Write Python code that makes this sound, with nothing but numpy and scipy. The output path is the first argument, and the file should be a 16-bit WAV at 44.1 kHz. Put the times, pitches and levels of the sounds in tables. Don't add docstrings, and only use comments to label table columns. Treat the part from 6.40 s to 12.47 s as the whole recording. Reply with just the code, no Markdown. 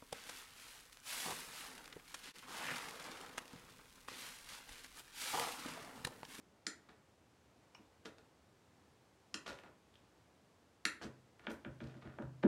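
import sys
import numpy as np
from scipy import signal
from scipy.fft import rfft, irfft
from scipy.io import wavfile

SR = 44100
rng = np.random.default_rng(int(sys.argv[2]) if len(sys.argv) > 2 else 0)


def dump(signal):
    limited = np.clip(np.atleast_2d(signal).T, -1, 1)
    pcm = np.round(limited * 32767).astype(np.int16)
    wavfile.write(sys.argv[1], SR, pcm)


N = 267687
T = np.arange(int(.9 * SR)) / SR
BLOW_S = .01

# (start_s, break_length_s, steel_db, stem_db, stem_pitch_hz, thump_db, brightness_hz,
# splinter_db, first_splinter_hz, second_splinter_hz)
CUTS = [(0.2663, 0.0029, -42.5, -44.5, 1944, -52.5, 8600, -43.5, 5070, 7100),
        (2.9417, 0.0033, -44, -50, 1575, -52.5, 7160, -43, 5300, 2870),
        (4.4521, 0.00294, -39, -35.5, 1937, -49, 12600, -38, 3870, 2760)]
# (pitch_hz, width_hz, level_db)
HANDLE_MODES = [(202, 81, -7.5), (316, 67, -1.5), (470, 820, -7.5)]
# (start_s, rise_s, decay_s, level_db, brightness_hz)
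RUBS = [(0.488, 0.0019, 0.021, -60, 3300), (1.649, 0.0093, 0.012, -48.5, 6550),
        (1.773, 0.01, 0.0064, -61, 7200), (3.055, 0.023, 0.04, -48, 6400),
        (3.234, 0.0031, 0.028, -59, 1920), (4.611, 0.019, 0.016, -49, 6500), (4.992, 0.1, 0.021, -62, 3230),
        (5.091, 0.0079, .022, -55.5, 11700), (5.402, 0.0073, 0.1, -61.5, 3600),
        (5.600, 0.033, 0.1, -60.5, 2360), (6.023, 0.011, 0.012, -48, 2430)]
# (start_s, first_thud_db, clack_db, clack_brightness_hz, time_to_second_s, second_thud_db, boom_db)
TABLE_CONTACTS = [(4.613, -53, -54, 1470, 0.027, -46, -50.5),
                  (5.0686, -42.5, -42.5, 4400, 0.036, -50.5, -66),
                  (5.2481, -46, -50.5, 2920, .015, -59, -45), (5.4033, -46, -56, 4000, .017, -49.5, -41.5),
                  (5.5500, -53, -66, 1000, .096, -49.5, -48.5),
                  (5.7856, -42.5, -48.5, 1004, .0363, -59.5, -39.5),
                  (6.035, -22.5, -41.5, 1400, .015, -32, -37)]


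def undb(db):
    return 10 ** (np.asarray(db) / 20)


def blow(x, db):
    return x * undb(db) * np.sqrt(BLOW_S * SR / np.sum(x ** 2))


def add(track, start_s, x):
    i = int(start_s * SR)
    track[i:i + len(x)] += x[:max(N - i, 0)]


def soften(x, hz):
    sos = signal.butter(2, min(hz, .45 * SR), fs=SR, output="sos")
    return signal.sosfilt(sos, x)


def radiate(x, hz):
    return signal.sosfilt(signal.butter(4, hz, "high", fs=SR, output="sos"), x)


def colour(x, points):
    hz, db = np.transpose(points)
    f = np.maximum(np.fft.rfftfreq(len(x), 1 / SR), 1)
    gain = undb(np.interp(np.log(f), np.log(hz), db))
    return irfft(rfft(x) * gain, len(x))


def ring(modes):
    body = np.zeros(len(T))
    for k, (hz, width_hz, db) in enumerate(modes):
        decay = np.exp(-np.pi * width_hz * T)
        body += (-1) ** k * undb(db) * np.sqrt(width_hz) * decay * np.sin(2 * np.pi * hz * T)
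    return body


def drive(force, body):
    return signal.fftconvolve(force, body)[:len(T)]


def grit(spread_db):
    size = np.minimum(rng.exponential(size=len(T)), 5)
    x = rng.standard_normal(len(T)) * undb(spread_db * np.repeat(size, 8)[:len(T)])
    return x / np.std(x)


def fracture(length_s, fibres_db):
    window = np.exp(-(T / length_s) ** 4)
    force = grit(1.7) * window
    force *= undb(fibres_db) / np.sqrt(np.sum(force ** 2))
    force[0] += 1
    for _ in range(6):
        spectrum = rfft(force)
        flat = irfft(spectrum / (np.abs(spectrum) + 1e-9), len(T))
        force = flat * np.sqrt(window)
    return force


def air(level_db=-69, waver_db=-0.5):
    # (pitch_hz, relative_level_per_hz_db)
    air_colour = [(15, -69), (25, -53), (58, -5), (82, -1.5), (126, -3.5), (152, -5.5), (233, -5),
                  (260, -5.5), (368, -7), (848, -11.5), (1020, -13.5), (1340, -16), (2120, -20),
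                  (7700, -28), (15500, -41)]
    x = colour(rng.standard_normal(N), air_colour)
    waver = np.interp(np.arange(N), np.linspace(0, N, 30), rng.standard_normal(30))
    return x / np.std(x) * undb(level_db + waver_db * waver)


def snips(thump_lag_s=0.00243, stem_cut=0.65, jaw_cut_hz=1400):
    # (pitch_hz, width_hz, level_db)
    jaw_modes = [(3260, 120, -1.5), (3660, 160, -8.5), (4140, 36, -1.5), (4196, 30, -10), (4380, 150, 1),
                 (5120, 210, -1.5), (5940, 140, 1.5), (6670, 83, -9), (6850, 180, -5), (7170, 180, 1),
                 (7670, 160, -5), (8330, 200, -6), (9050, 610, -5.5), (10300, 100, -7.5),
                 (11000, 330, -5.5)]
    # (multiple_of_stem_pitch, width_hz, level_db)
    stem_modes = [(0.70, 110, -4.5), (.82, 130, -6), (.98, 191, -1.5), (1.09, 167, -3.5), (1.219, 180, -8)]
    out = np.zeros(N)
    for start_s, length_s, steel_db, stem_db, stem_hz, thump_db, bright_hz, *_ in CUTS:
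        steel = drive(fracture(length_s, fibres_db=13.5), ring(jaw_modes))
        steel = radiate(soften(steel, bright_hz), jaw_cut_hz)
        tuned_stem = ring([(k * stem_hz, width_hz, db) for k, width_hz, db in stem_modes])
        stem = drive(fracture(length_s, fibres_db=5.5), tuned_stem)
        stem = radiate(stem, stem_cut * stem_hz)
        thump = radiate(ring(HANDLE_MODES), hz=138)
        add(out, start_s, blow(steel, steel_db) + blow(stem, stem_db))
        add(out, start_s + thump_lag_s, blow(thump, thump_db))
    return out


def snaps(rows, length_s, low_hz, high_hz):
    out = np.zeros(N)
    for start_s, db, hz, width_hz in rows:
        snap = drive(fracture(length_s, fibres_db=6.5), ring([(hz, width_hz, 0)]))
        add(out, start_s, blow(snap, db))
    return soften(radiate(out, low_hz), high_hz)


def splinters(first_s=.0002, second_s=.0013, second_db=-2, width_hz=400):
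    rows = []
    for start_s, *_, db, first_hz, second_hz in CUTS:
        rows.append((start_s + first_s, db, first_hz, width_hz))
        rows.append((start_s + second_s, db + second_db, second_hz, width_hz))
    return snaps(rows, length_s=0.002, low_hz=1440, high_hz=9300)


def room(x, first_s=0.00327, early_db=3, early_s=0.05):
    # (pitch_hz, level_against_direct_sound_db, t60_s)
    reverberation = [(60, -4.5, 0.96), (146, 3, 0.77), (297, 4.5, 0.45), (703, 4.5, 0.42),
                     (1560, -0.5, 0.42), (3780, -7, 0.34), (7860, -2, 0.27), (15000, 6, 0.34)]
    hz, db, t60 = np.transpose(reverberation)
    spectrum, f = rfft(grit(0.61)), np.fft.rfftfreq(len(T), 1 / SR)
    early = (T > first_s) * (1 + undb(early_db) * np.exp(-T / early_s))
    response = np.zeros(len(T))
    for low in 45 * 2 ** np.arange(0, 8.5, .5):
        log_centre = np.log(low) + np.log(2) / 4
        band_db = np.interp(log_centre, np.log(hz), db)
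        band_t60 = np.interp(log_centre, np.log(hz), t60)
        inside = (f >= low) & (f < low * np.sqrt(2))
        fade = np.exp(-np.log(1000) * T / band_t60)
        tail = irfft(spectrum * inside, len(T)) * early * fade
        response += tail * undb(band_db) * np.sqrt(inside.mean() / np.sum(tail ** 2))
    return x + signal.fftconvolve(x, response)[:N]


def ticks():
    # (start_s, level_db, centre_hz, width_hz)
    light_ticks = [(0.4880, -63, 1250, 700), (3.0620, -53, 1410, 900), (3.0655, -53, 3330, 900),
                   (3.1870, -59, 2570, 1400), (3.2360, -59, 1590, 1510), (3.540, -72, 3350, 500),
                   (3.555, -66.5, 3200, 500), (4.9947, -62.5, 2040, 1200), (5.439, -66.5, 3600, 2000),
                   (5.472, -70, 4360, 2000), (5.5420, -66, 1690, 700), (5.822, -61.5, 2000, 1500)]
    return snaps(light_ticks, length_s=0.0045, low_hz=370, high_hz=12000)


def slides(grain_db=4.0, catch_db=4.0, catch_s=.004):
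    # (pitch_hz, level_db)
    friction_colour = [(80, 0.5), (220, 1), (450, 4), (800, -1.5), (1500, 1.5), (2400, -3.5), (3600, -2.5),
                       (7000, -8.5), (10000, -15), (15500, -19)]
    out = np.zeros(N)
    for start_s, rise_s, decay_s, db, bright_hz in RUBS:
        push = np.minimum(T / rise_s, 1) * np.exp(-np.maximum(T - rise_s, 0) / decay_s)
        catches = np.interp(T / catch_s, np.arange(len(T)), rng.standard_normal(len(T)))
        friction = soften(colour(grit(grain_db), friction_colour), bright_hz)
        rub = push * undb(catch_db * catches) * friction
        add(out, start_s, undb(db) * rub * np.linalg.norm(push) / np.linalg.norm(rub))
    return out


def thuds(top_lag_s=0.00293, sway_lag_s=0.0062):
    # (pitch_hz, width_hz, level_db)
    board_modes = [(200, 75, -4), (229.5, 10.7, 1), (272.8, 13.6, -2), (317.4, 25, -3), (333.7, 18, -1.5),
                   (389, 29, -7.5), (450, 42, -13.5), (593, 106, -9.5)]
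    # (pitch_hz, width_hz, level_db)
    sway_modes = [(46.3, 16, -12), (61.2, 16, -2.5), (79.5, 9.6, -0.5), (102, 22, -1)]
    sway_db, sway_per_boom = -39.5, 0.27
    nudge_db = -11.5
    top = radiate(soften(ring(board_modes), hz=873), hz=122)
    sway = soften(ring(sway_modes), hz=199)
    out = np.zeros(N)
    for start_s, first_db, _, _, gap_s, second_db, boom_db in TABLE_CONTACTS:
        add(out, start_s + top_lag_s, blow(top, first_db))
        add(out, start_s + gap_s + top_lag_s, blow(top, second_db))
        add(out, start_s + gap_s + sway_lag_s, blow(sway, sway_db + sway_per_boom * boom_db))
    for start_s, rise_s, _, db, _ in RUBS:
        add(out, start_s + rise_s + top_lag_s, blow(top, db + nudge_db))
    return out


def opening(thump_lag_s=.046, thump_db=-7):
    # (start_s, level_db)
    start_s, db = (1.348, -57)
    # (pitch_hz, width_hz, level_db)
    stop_modes = [(1020, 200, -1), (2430, 150, -0.5), (2910, 68, -1), (5490, 320, -2.5)]
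    click = radiate(drive(fracture(.005, fibres_db=12), ring(stop_modes)), hz=600)
    thump = soften(radiate(ring(HANDLE_MODES), hz=140), hz=260)
    out = np.zeros(N)
    add(out, start_s, blow(click, db))
    add(out, start_s + thump_lag_s, blow(thump, db + thump_db))
    return out


def clacks(second_db=-11, second_bright_hz=1520):
    # (pitch_hz, width_hz, level_db)
    contact_modes = [(533, 136, -1.5), (920, 160, -3), (1260, 250, -1), (1596, 140, 3), (1970, 330, -1.5),
                     (2370, 170, -0.5), (2810, 340, -2), (3320, 410, 0)]
    out, contact = np.zeros(N), ring(contact_modes)
    for start_s, _, clack_db, bright_hz, gap_s, *_ in TABLE_CONTACTS:
        first = (start_s, clack_db, bright_hz)
        second = (start_s + gap_s, clack_db + second_db, second_bright_hz)
        for at_s, db, hz in (first, second):
            clack = soften(drive(fracture(0.0045, fibres_db=2.0), contact), hz)
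            add(out, at_s, blow(clack, db))
    return out


def standing_waves(lag_s=0.0073):
    # (pitch_hz, width_hz, level_db)
    wall_modes = [(117, 20, -20), (129.2, 2.45, 1.5), (156, 3.7, -5)]
    out, boom = np.zeros(N), soften(ring(wall_modes), hz=300)
    for start_s, *_, gap_s, _, boom_db in TABLE_CONTACTS:
        add(out, start_s + gap_s + lag_s, blow(boom, boom_db))
    return out


def scene(thud_send=0.66, snip_top_hz=11800):
    cutters = snips() + splinters()
    cutters = signal.sosfilt(signal.butter(5, snip_top_hz, fs=SR, output="sos"), cutters)
    handling = ticks() + opening() + clacks() + slides()
    low = thuds()
    in_room = room(cutters + handling + thud_send * low)
    return (in_room + (1 - thud_send) * low + standing_waves() + air())[None]


def record(dry, bass_hz=42, top_hz=15750, stop_s=.002):
    thin = signal.sosfilt(signal.butter(2, bass_hz, "high", fs=SR, output="sos"), dry)
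    stop = np.minimum(np.arange(N)[::-1] / (stop_s * SR), 1)
    return signal.sosfilt(signal.ellip(8, .2, 70, top_hz, fs=SR, output="sos"), thin * stop)


dry = scene()
out = record(dry)
dump(out)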